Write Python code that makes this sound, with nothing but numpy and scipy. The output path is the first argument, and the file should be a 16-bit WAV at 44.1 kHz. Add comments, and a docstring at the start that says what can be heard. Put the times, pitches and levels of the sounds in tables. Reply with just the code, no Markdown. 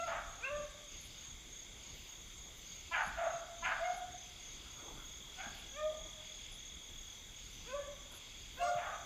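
"""Hounds bay and bark far off in night woods: sung overtone stacks and hoarse pulse trains. The trees smear
every call into a long echo of decaying noise. Close by, crickets chirp, tick and trill as gated tones and
katydids rasp as toothed noise; farther insects hiss in bands, with sizzle and faint ticks of shaped noise; a
few breathy puffs of dull noise come and go. Air and far rumble lie under all, and the hand-held recorder takes
a few soft bumps."""
import sys
import numpy as np
from scipy import signal
from scipy.fft import rfft, irfft, next_fast_len
from scipy.io import wavfile
from scipy.ndimage import uniform_filter1d, map_coordinates

SR = 44100
rng = np.random.default_rng(int(sys.argv[2]) if len(sys.argv) > 2 else 0)


def transcribe(signal):
    """Save signal, clipped to [-1, 1], as a 16-bit WAV file at the path in sys.argv[1]."""
    frames = np.atleast_2d(signal).T
    limited = np.clip(frames, -1, 1)
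    pcm = np.round(limited * 32767).astype(np.int16)
    wavfile.write(sys.argv[1], SR, pcm)


N = 399105
TIME_S = np.arange(N) / SR

# throat resonances of the nearer and farther barking dogs: centre_hz, width_hz, level_db
NEAR_THROAT = [(793, 96, 0), (998, 27, 1.5), (1300, 84, 0.5), (1440, 60, 5.5), (1650, 170, 0)]
FAR_THROAT = [(666, 253, -5.5), (965, 96, -5), (1264, 52, -2), (1410, 41, 1), (1680, 175, -9)]


def amp(db):
    """Decibels to gain."""
    return 10 ** (np.asarray(db) / 20)


def unit(x):
    """Scaled to rms 1."""
    return x / np.sqrt(np.mean(x ** 2) + 1e-20)


def along(points, hz):
    """Values at hz, read between (Hz, value) points on a log frequency axis."""
    f, v = np.transpose(points)
    return np.interp(np.log(hz + 1), np.log(f + 1), v)


def wobble(rate, size=N):
    """A smooth random curve with rate knots a second."""
    coarse = np.arange(0, size + 16, 16)
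    knots = rng.standard_normal(int(size * rate / SR) + 4)
    curve = map_coordinates(knots, [coarse * rate / SR])
    return np.interp(np.arange(size), coarse, curve)


def filtered(x, response):
    """x shaped by a complex response of frequency."""
    m = next_fast_len(x.shape[-1] + 8192)
    spectrum = rfft(x, m) * response(np.fft.rfftfreq(m, 1 / SR))
    return irfft(spectrum, m)[..., :x.shape[-1]]


def resonances(modes):
    """Causal response of (centre Hz, width Hz, dB) resonances, added with alternating sign."""
    def response(f):
        return sum((-1) ** k * amp(db) * 1j * f * w / (c * c - f * f + 1j * f * w)
                   for k, (c, w, db) in enumerate(modes))
    return response


def call(rows):
    """First sample, times, soft edges and per-sample columns of one call."""
    s, *cols = np.transpose(rows)
    first = round(s[0] * SR)
    t = np.arange(first, min(N, round(s[-1] * SR))) / SR
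    since_start = t - s[0] + (s[0] == 0)  # a call at time zero is already under way
    edge = np.clip(np.minimum(since_start / 0.0043, (s[-1] - t) / 0.019), 0, 1)
    return first, t, edge, [np.interp(t, s, c) for c in cols]


def add(track, x, at):
    """Mix x into track from sample at."""
    at = max(at, 0)
    track[at:at + len(x)] += x[:len(track) - at]


def hiss(spectrum, patchy_db):
    """Noise of rms 1 with patches of random gain in time and frequency."""
    z = signal.stft(rng.standard_normal(N), nperseg=512)[2]
    field = uniform_filter1d(rng.standard_normal(z.shape), 6, 0)
    field = uniform_filter1d(field, 14, 1)
    patchy = signal.istft(z * amp(patchy_db * unit(field)), nperseg=512)[1][:N]
    return unit(filtered(patchy, lambda hz: amp(along(spectrum, hz))))


def bays():
    """Overtone stacks on the pitch, brighter as the mouth opens; rough voices shake in phase and size."""
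    # sung bays, one list each: time_s, pitch_hz, level_db, mouth opening as slope_db_per_octave
    sung = [
        [(0, 676, -41.5, -3), (.06, 675, -42.5, -10), (.135, 675, -52, -6)],
        [(.405, 410, -70, 3), (.425, 473, -63, 4.5), (.45, 528, -58, 6), (.48, 539, -52.5, 0.5),
         (.51, 584.4, -44, -13), (.55, 589, -41, -10), (.6, 594, -44, -20), (.63, 578, -52, 0)],
        [(3.16, 659, -60, -4), (3.19, 668, -41, -24), (3.22, 685.3, -36, -24), (3.25, 655.3, -43.5, -13),
         (3.28, 681, -33, -18.5), (3.39, 666, -66, 3)],
        [(3.79, 649, -51, -13), (3.82, 665, -38.5, -20), (3.85, 714, -41.5, -5.5), (3.88, 720.7, -39, -12),
         (3.99, 725, -44, -17), (4.03, 707, -60, -4)],
        [(5.36, 724, -80, -5), (5.39, 744, -52, -7), (5.43, 788, -58.5, 3), (5.48, 817, -55.5, -3),
         (5.53, 826, -76, -4)],
        [(5.72, 525, -69, -6), (5.75, 548, -59.5, -4), (5.78, 602, -51, -3.5), (5.81, 609, -45.5, -6),
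         (5.86, 618.6, -36, -19.5), (5.9, 619.7, -40, -30), (5.99, 614, -66, -15)],
        [(7.63, 325.5, -80, -8), (7.665, 436, -64, -1), (7.69, 501, -55, -3), (7.725, 515, -51.5, 1),
         (7.745, 571, -39, -22), (7.77, 578, -43, -8), (7.855, 566.6, -55, -8), (7.89, 490, -61, -15)],
        [(8.55, 485, -74, -2), (8.59, 521.8, -60, 3.5), (8.63, 561.6, -50, 0), (8.67, 596, -43, -7.5),
         (8.71, 598, -46.5, -18), (8.8, 614, -48, -19)],
        [(8.59, 697, -55, -19), (8.615, 699.4, -36, -13.5), (8.69, 708, -44, -6), (8.78, 698, -41.5, -23),
         (8.81, 684, -43, -7)],
    ]
    # voice of each bay: roughness (0-1), upper_db (harmonics above 2), edge_db more (harmonics above 5)
    voices = [(0.17, -5, 0), (0.05, 0, -7), (0.21, -3, 10), (0.1, 2, -8), (0.14, -5, -2), (.05, 0.5, -3),
              (0.04, -3.5, -4), (.17, -4.5, -3), (0.12, -2, 18)]
    # throat colour of the harmonics: frequency_hz, level_db
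    colour = [(900, -2), (1150, 1.5), (1400, 0), (1620, 1.5), (2000, -6.5), (2550, 1), (2750, -0.5),
              (3000, -15.5), (9000, -27)]
    octave_share = 0.86  # the second harmonic feels the closing mouth less
    out = np.zeros(N)
    for rows, (rough, upper_db, edge_db) in zip(sung, voices):
        at, t, edge, (hz, db, slope_db) = call(rows)
        size = len(t)
        phase = 2 * np.pi * np.cumsum(hz) / SR + 3 * rough * wobble(140.8, size)
        stack = amp(db) * np.sin(phase)
        for k in range(2, 13):
            octaves = np.log2(min(k, 4)) if k > 2 else octave_share
            level_db = db + slope_db * octaves + along(colour, k * hz)
            level_db = level_db + (k > 2) * upper_db + (k > 5) * edge_db
            # each harmonic breaks up on its own, in level and in phase
            breaking_db = 2.5 * wobble(80, size) + 3 * wobble(25, size)
            drift = .4 * (k - 1) * wobble(80, size) + rng.uniform(0, 2 * np.pi)
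            stack += amp(level_db + breaking_db) * np.sin(k * phase + drift)
        shake = amp(11.0 * rough * wobble(67.0, size))
        add(out, np.sqrt(2) * edge * stack * shake, at)
    return out


def barks():
    """Fold pulses start regular, then alternate strong and weak and turn unsteady; throat and muzzle colour them."""
    # hoarse barks: start_s, attack_s, length_s until the release, level_db, mean fold pulses_hz,
    # throat, clear_s before the voice turns unsteady, first muzzle brightness_db
    hoarse = [(.055, .04, .13, -42.5, 333, FAR_THROAT, 0.0031, -8.5),
              (2.909, .016, 0.11, -36.5, 336, NEAR_THROAT, 0.019, 0.5),
              (3.159, .03, 0.15, -46, 336, FAR_THROAT, 0.0013, -6),
              (3.62, 0.013, .11, -38, 337, NEAR_THROAT, 0.021, 1),
              (5.376, .025, 0.0886, -52.5, 348, FAR_THROAT, 0.00095, 1.5),
              (8.75, 0.082, 0.19, -45.5, 344, FAR_THROAT, 0.0027, 1.5)]
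    # muzzle resonances: centre_hz, width_hz, level_db
    muzzle = [(2100, 420, 15.5), (3100, 720, 11.5)]
    # the mouth before it opens: centre_hz, width_hz, level_db
    closed = [(924, 170, 3), (1740, 45, -9)]
    bright_s, dulling_db_per_s, dullest_db = 0.03, 328, -25  # the muzzle stays bright, then closes
    release_db_per_s, tail_s = 330, .09

    def coloured(source, modes):
        """Source through resonances, thinned below 600 Hz and above 3200 Hz, at rms 1."""
        def response(f):
            low_cut = (f / 600) ** 6 / (1 + (f / 600) ** 6)
            return resonances(modes)(f) * low_cut / (1 + (f / 3200) ** 8)
        return unit(filtered(source, response))

    out = np.zeros(N)
    for s, attack, length, peak_db, hz, throat, clear, first_db in hoarse:
        at, t, edge, _ = call([(s,), (s + length + tail_s,)])
        size, since = len(t), t - t[0]
        edge = edge * np.clip((t - s) / attack, 0, 1)
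        db = peak_db - release_db_per_s * np.maximum(t - s - length, 0)
        bright_db = first_db - dulling_db_per_s * np.maximum(t - s - bright_s, 0)
        bright_db = np.maximum(bright_db, dullest_db)

        chaos = np.clip((since - clear) / 0.022, .02, 1)
        unsteady = chaos * (.1 * wobble(150, size) + .03 * wobble(25, size))
        cycles = np.cumsum(hz * np.exp(unsteady)) / SR
        pulses = np.diff(np.floor(cycles), prepend=0)
        size_db = chaos * (3 * (-1) ** np.floor(cycles) + rng.uniform(-3, 3, size))
        breath = .8 * chaos * rng.standard_normal(size)
        source = unit(pulses * amp(size_db)) + breath

        sink = np.clip((since - .05) / 0.083, 0, 1)  # the throat lengthens and its resonances fall
        lowered = [(.91 * c, w, g) for c, w, g in throat]
        voice = np.sqrt(1 - sink) * coloured(source, throat) + np.sqrt(sink) * coloured(source, lowered)
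        voice += amp(bright_db) * coloured(source, muzzle)
        opening = np.clip((since - clear / 2) / 0.025, 0, 1)
        voice = opening * voice + 0.97 * (1 - opening) * coloured(source, closed)
        add(out, edge * amp(db) * voice, at)
    return out


def woods(x):
    """Trunks scatter each short stretch of sound along its own paths; highs die first."""
    # echo decay among the trees: frequency_hz, t60_s
    decay = [(500, 0.81), (1300, 0.96), (3000, 0.54), (8000, 0.11)]
    out, step = np.zeros(N), SR // 9
    for at in range(0, N, step):
        stretch = x[at:at + step]
        if np.any(stretch):
            hz, t, z = signal.stft(rng.standard_normal(SR), SR, nperseg=256)
            fading = z * amp(-60 * t / along(decay, hz)[:, None])
            tail = signal.istft(fading, SR, nperseg=256)[1]
            # the echo starts 300 samples behind the call
            add(out, signal.fftconvolve(stretch, tail / np.linalg.norm(tail)), at + 300)
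    return out


def chirp(length, hz, rate, blur):
    """Wing strokes at a steady rate, each a short tone, slightly unsteady."""
    t = np.arange(round((length + 1 / rate) * SR)) / SR
    gate = np.clip(np.sin(np.pi * rate * t) ** 2 * 3.0 - .25, 0, 1)
    gate = gate * amp(1.3 * wobble(33.0, size=len(t)))
    phase = 2 * np.pi * hz * t + blur * wobble(120, size=len(t))
    return gate * np.sin(phase + rng.uniform(0, 2 * np.pi))


def crickets():
    """Wing-stroke tones: a near cricket's chirps, farther chirps, and evenly spaced single ticks."""
    # near cricket: first_stroke_s, length_s from there
    near = [(.002, 0.1), (0.273, .13), (.568, 0.071), (0.888, .13), (1.188, 0.13), (1.538, .098),
            (1.842, 0.095), (2.1, 0.11), (2.388, .09), (2.669, .13), (2.986, 0.082), (3.251, 0.15),
            (3.591, 0.081), (3.862, 0.079), (4.125, 0.1), (4.406, 0.16), (4.712, 0.17), (5.062, 0.11),
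            (5.393, 0.12), (5.697, .051), (5.981, 0.11), (6.262, 0.19), (6.601, 0.14), (6.843, .028),
            (6.988, .13), (7.372, 0.087), (7.669, .199), (8.389, .03), (8.643, 0.12), (8.955, .06)]
    # near cricket's mean level: time_s, level_db
    near_level = [(0, -51.5), (6.1, -51.5), (7.7, -55), (9.05, -56)]
    # farther crickets: middle_s, level_db, pitch_hz
    farther = [(0.64, -59, 6170), (.981, -58, 6330), (1.551, -60, 6320), (2.3, -61, 6280),
               (2.646, -61, 6150), (3.009, -63, 6170), (3.332, -56, 6240), (3.615, -58, 6200),
               (3.932, -60, 6240), (4.237, -54, 6200), (4.508, -56, 6160), (4.876, -57, 6300),
               (5.405, -59, 6100), (5.733, -59, 6060), (6.099, -61, 6050), (6.633, -58, 6160),
               (7.157, -57, 6120), (7.585, -57, 6040), (7.97, -60, 6100), (8.983, -58.5, 6040)]
    # runs of single strokes: first_s, last_s, stroke count, mean level_db, pitch_hz
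    runs = [(0.022, 0.844, 7, -65, 7670), (1.125, 1.98, 7, -64, 7460), (2.375, 2.737, 4, -64, 7440),
            (2.917, 3.517, 5, -72, 7400), (3.1, 3.8, 6, -67, 7740), (3.981, 6.494, 19, -68, 7630),
            (6.658, 8.978, 20, -64, 7450)]
    out = np.zeros(N)
    for s, length in near:
        db = np.interp(s, *np.transpose(near_level)) + rng.normal(0, 0.41)
        add(out, amp(db) * chirp(length, hz=6587, rate=33.4, blur=0.81), round((s - .015) * SR))
    for s, db, hz in farther:
        add(out, amp(db) * chirp(.1, hz, rate=35.5, blur=1.05), round((s - .065) * SR))
    for first, last, count, db, hz in runs:
        for s in np.linspace(first, last, count):
            tick = chirp(0, hz, rate=36, blur=0.67)
            add(out, amp(db + rng.normal(0, 1.2)) * tick, round((s - .011) * SR))
    return out


def tree_cricket():
    """A trill of wing strokes, each a tone that slides down in pitch."""
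    # stroke rate: time_s, strokes_hz
    stroke_rate = [(4, 43.97), (4.9, 43.9), (6.7, 42.1), (7.6, 42), (9.05, 42.32)]
    # trill level, ahead of a one-second fade-in: time_s, level_db
    trill = [(4, -43), (4.5, -55.5), (5.3, -56.5), (6.1, -54), (7.1, -56), (7.5, -62.5), (8.3, -59.5),
             (9.05, -61.5)]
    rate = np.interp(TIME_S, *np.transpose(stroke_rate)) * (TIME_S > stroke_rate[0][0])
    cycle = (.5 + np.cumsum(rate) / SR) % 1
    stroke = np.clip(np.sin(np.pi * cycle) ** 2 * 1.7 - .5, 0, 1) * amp(wobble(40))
    sliding_hz = 3370 + 330 * (.5 - cycle)
    tone = np.sin(2 * np.pi * np.cumsum(sliding_hz) / SR + 0.91 * wobble(200))
    swell = amp(np.interp(TIME_S, *np.transpose(trill))) * np.clip(TIME_S - trill[0][0], 0, 1)
    return swell * unit(stroke * tone)


def near_katydids():
    """A rasp is a short and a long wing stroke of fast tooth clicks, made as pulsed noise."""
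    # rasps: start_s, level_db
    rasps = [(1.005, -67), (1.77, -77), (2.53, -74), (3.025, -67), (3.93, -65.5), (5.54, -66),
             (6.511, -65.5), (7.498, -72), (8.112, -59.5)]
    strokes = np.zeros(N)
    for s, db in rasps:
        add(strokes, amp(db) * np.sqrt(np.hanning(round(0.024 * SR))), round(s * SR))
        add(strokes, amp(db) * np.sqrt(np.hanning(round(0.059 * SR))), round((s + 0.02) * SR))
    teeth = 1.1 + np.sin(np.pi * 190 * TIME_S + wobble(30)) ** 4  # 190 clicks a second
    spectrum = [(8500, -40), (10000, -11), (10900, -5), (12800, -15), (14500, -30)]
    return strokes * unit(teeth * hiss(spectrum, patchy_db=4.5))


def far_katydids():
    """Distant katydids call in phrases that swell as a band of hiss."""
    # phrases: start_s, length_s, level_db
    phrase_rows = [(0, .15, -58), (0.884, 0.41, -59.5), (1.776, 0.38, -60.5), (2.6, 0.6, -60),
                   (3.593, 0.4, -59), (4.197, 0.58, -60.5), (5.3, 0.404, -59), (6.185, 0.37, -60),
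                   (7.345, 0.41, -60), (8.095, 0.5, -60)]
    # shape of the band: frequency_hz, relative_db
    band = [(1700, -19), (2200, -2.5), (2900, 0.5), (4000, -7), (4700, -1.5), (5300, -7), (5800, -27)]
    between_db, edge_s = -65.5, .1
    phrases = np.zeros(N)
    for s, length, db in phrase_rows:
        inside_s = np.minimum(TIME_S - s, s + length - TIME_S)
        phrases += amp(db) * np.clip(inside_s / edge_s + .5, 0, 1)
    return np.maximum(phrases, amp(between_db)) * hiss(band, patchy_db=1.5)


def treble_sizzle():
    """Hissy bursts in the top treble rise fast and fade slowly over a steady faint hiss."""
    # bursts: start_s, level_db, fade_s per 10 dB
    burst_rows = [(1.0, -75, .3), (1.93, -67, 0.4), (2.54, -71, .35), (4.69, -74, 1), (4.98, -78, 0.8),
                  (6.85, -73, 1), (8.5, -68, .4)]
    # shape of the band: frequency_hz, relative_db
    band = [(10500, -45), (12200, -3), (13500, 1), (15300, -2)]
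    floor_db, rise_s = -85, 0.037
    level = np.full(N, amp(floor_db))
    for s, db, fade in burst_rows:
        fading_db = db - 10 * np.maximum(TIME_S - s, 0) / fade
        level += amp(fading_db) * np.clip((TIME_S - s) / rise_s, 0, 1)
    return level * hiss(band, patchy_db=2.2)


def handling():
    """Soft bumps on the recorder's body: low tones that drop in pitch and die fast."""
    # bumps: start_s, strength_db ahead of attack and decay, starting pitch_hz
    bumps = [(1.282, -43, 124), (3.07, -41, 185), (3.346, -43, 140), (5.465, -40.5, 241), (8.753, -39, 132)]
    out, t = np.zeros(N), np.arange(SR // 8) / SR
    for s, db, hz in bumps:
        envelope = amp(db - 60 * t / 0.067) * (1 - np.exp(-t / 0.0037))
        add(out, envelope * np.sin(2 * np.pi * hz * t * (1 - 1.83 * t)), round(s * SR))
    return out


def breathy_puffs():
    """A long soft breath-like puff of dull noise and two short ones, each swelling and fading."""
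    # puffs: start_s, length_s, level_db at the middle
    puffs = [(4.408, 0.99, -60), (7.032, 0.18, -69.5), (8.091, 0.095, -59.5)]
    out = np.zeros(N)
    for s, length, db in puffs:
        add(out, amp(db) * np.hanning(round(length * SR)), round(s * SR))
    spectrum = [(150, -40), (250, 2.5), (600, -2.5), (1400, 0.5), (2000, -27)]
    return out * hiss(spectrum, patchy_db=4)


def crackle():
    """Faint, sparse ticks in the top treble: short decaying noise at random times."""
    s, size = rng.uniform(0, 1, (2, 110))
    t, out = np.arange(300) / SR, np.zeros(N)
    for at, db in zip(s * N, -74 + 9 * size):
        add(out, amp(db - 60 * t / .012) * rng.standard_normal(300), int(at))
    spectrum = [(7500, -40), (10000, 11), (15000, 0)]
    return filtered(out, lambda hz: amp(along(spectrum, hz)))


def chorus():
    """Many far crickets merge into throbbing bands of noise."""
    # far cricket choirs: centre_hz, width_hz, mean level_db
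    choirs = [(2163, 210, -68), (3363, 224, -62), (3678, 178, -64.5), (6184, 420, -66.5), (6590, 400, -63),
              (7000, 640, -66.5), (7100, 59, -70.5)]
    out = np.zeros(N)
    for hz, w, db in choirs:
        band = unit(filtered(rng.standard_normal(N), lambda f: np.exp(-((f - hz) / w) ** 2)))
        throb_db = 0.42 * wobble(3.15) + 0.5 * wobble(35)
        out += amp(db + throb_db) * band
    return out


def night_air():
    """Air and far rumble: steady noise, strongest in the bass."""
    # shape of the noise: frequency_hz, relative_db
    spectrum = [(12, -50), (22, 2.5), (50, -0.5), (110, -10), (220, -15), (600, -21.5), (1600, -24),
                (5500, -29), (8200, -34), (15000, -38.5)]
    return amp(-56.5) * hiss(spectrum, patchy_db=1.7)


def scene():
    """Dogs in the woods, insects around, night air under all."""
    dogs = bays() + barks()
    echo = amp(-9.0) * woods(dogs)
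    insects = crickets() + tree_cricket() + near_katydids() + far_katydids() + chorus()
    small_noises = treble_sizzle() + handling() + breathy_puffs() + crackle()
    return (dogs + echo + insects + small_noises + night_air())[None]


def record(dry):
    """The recorder keeps nothing above its band limit."""
    top_hz = 15262
    return filtered(dry, lambda hz: hz < top_hz)


dry = scene()
out = record(dry)
transcribe(out)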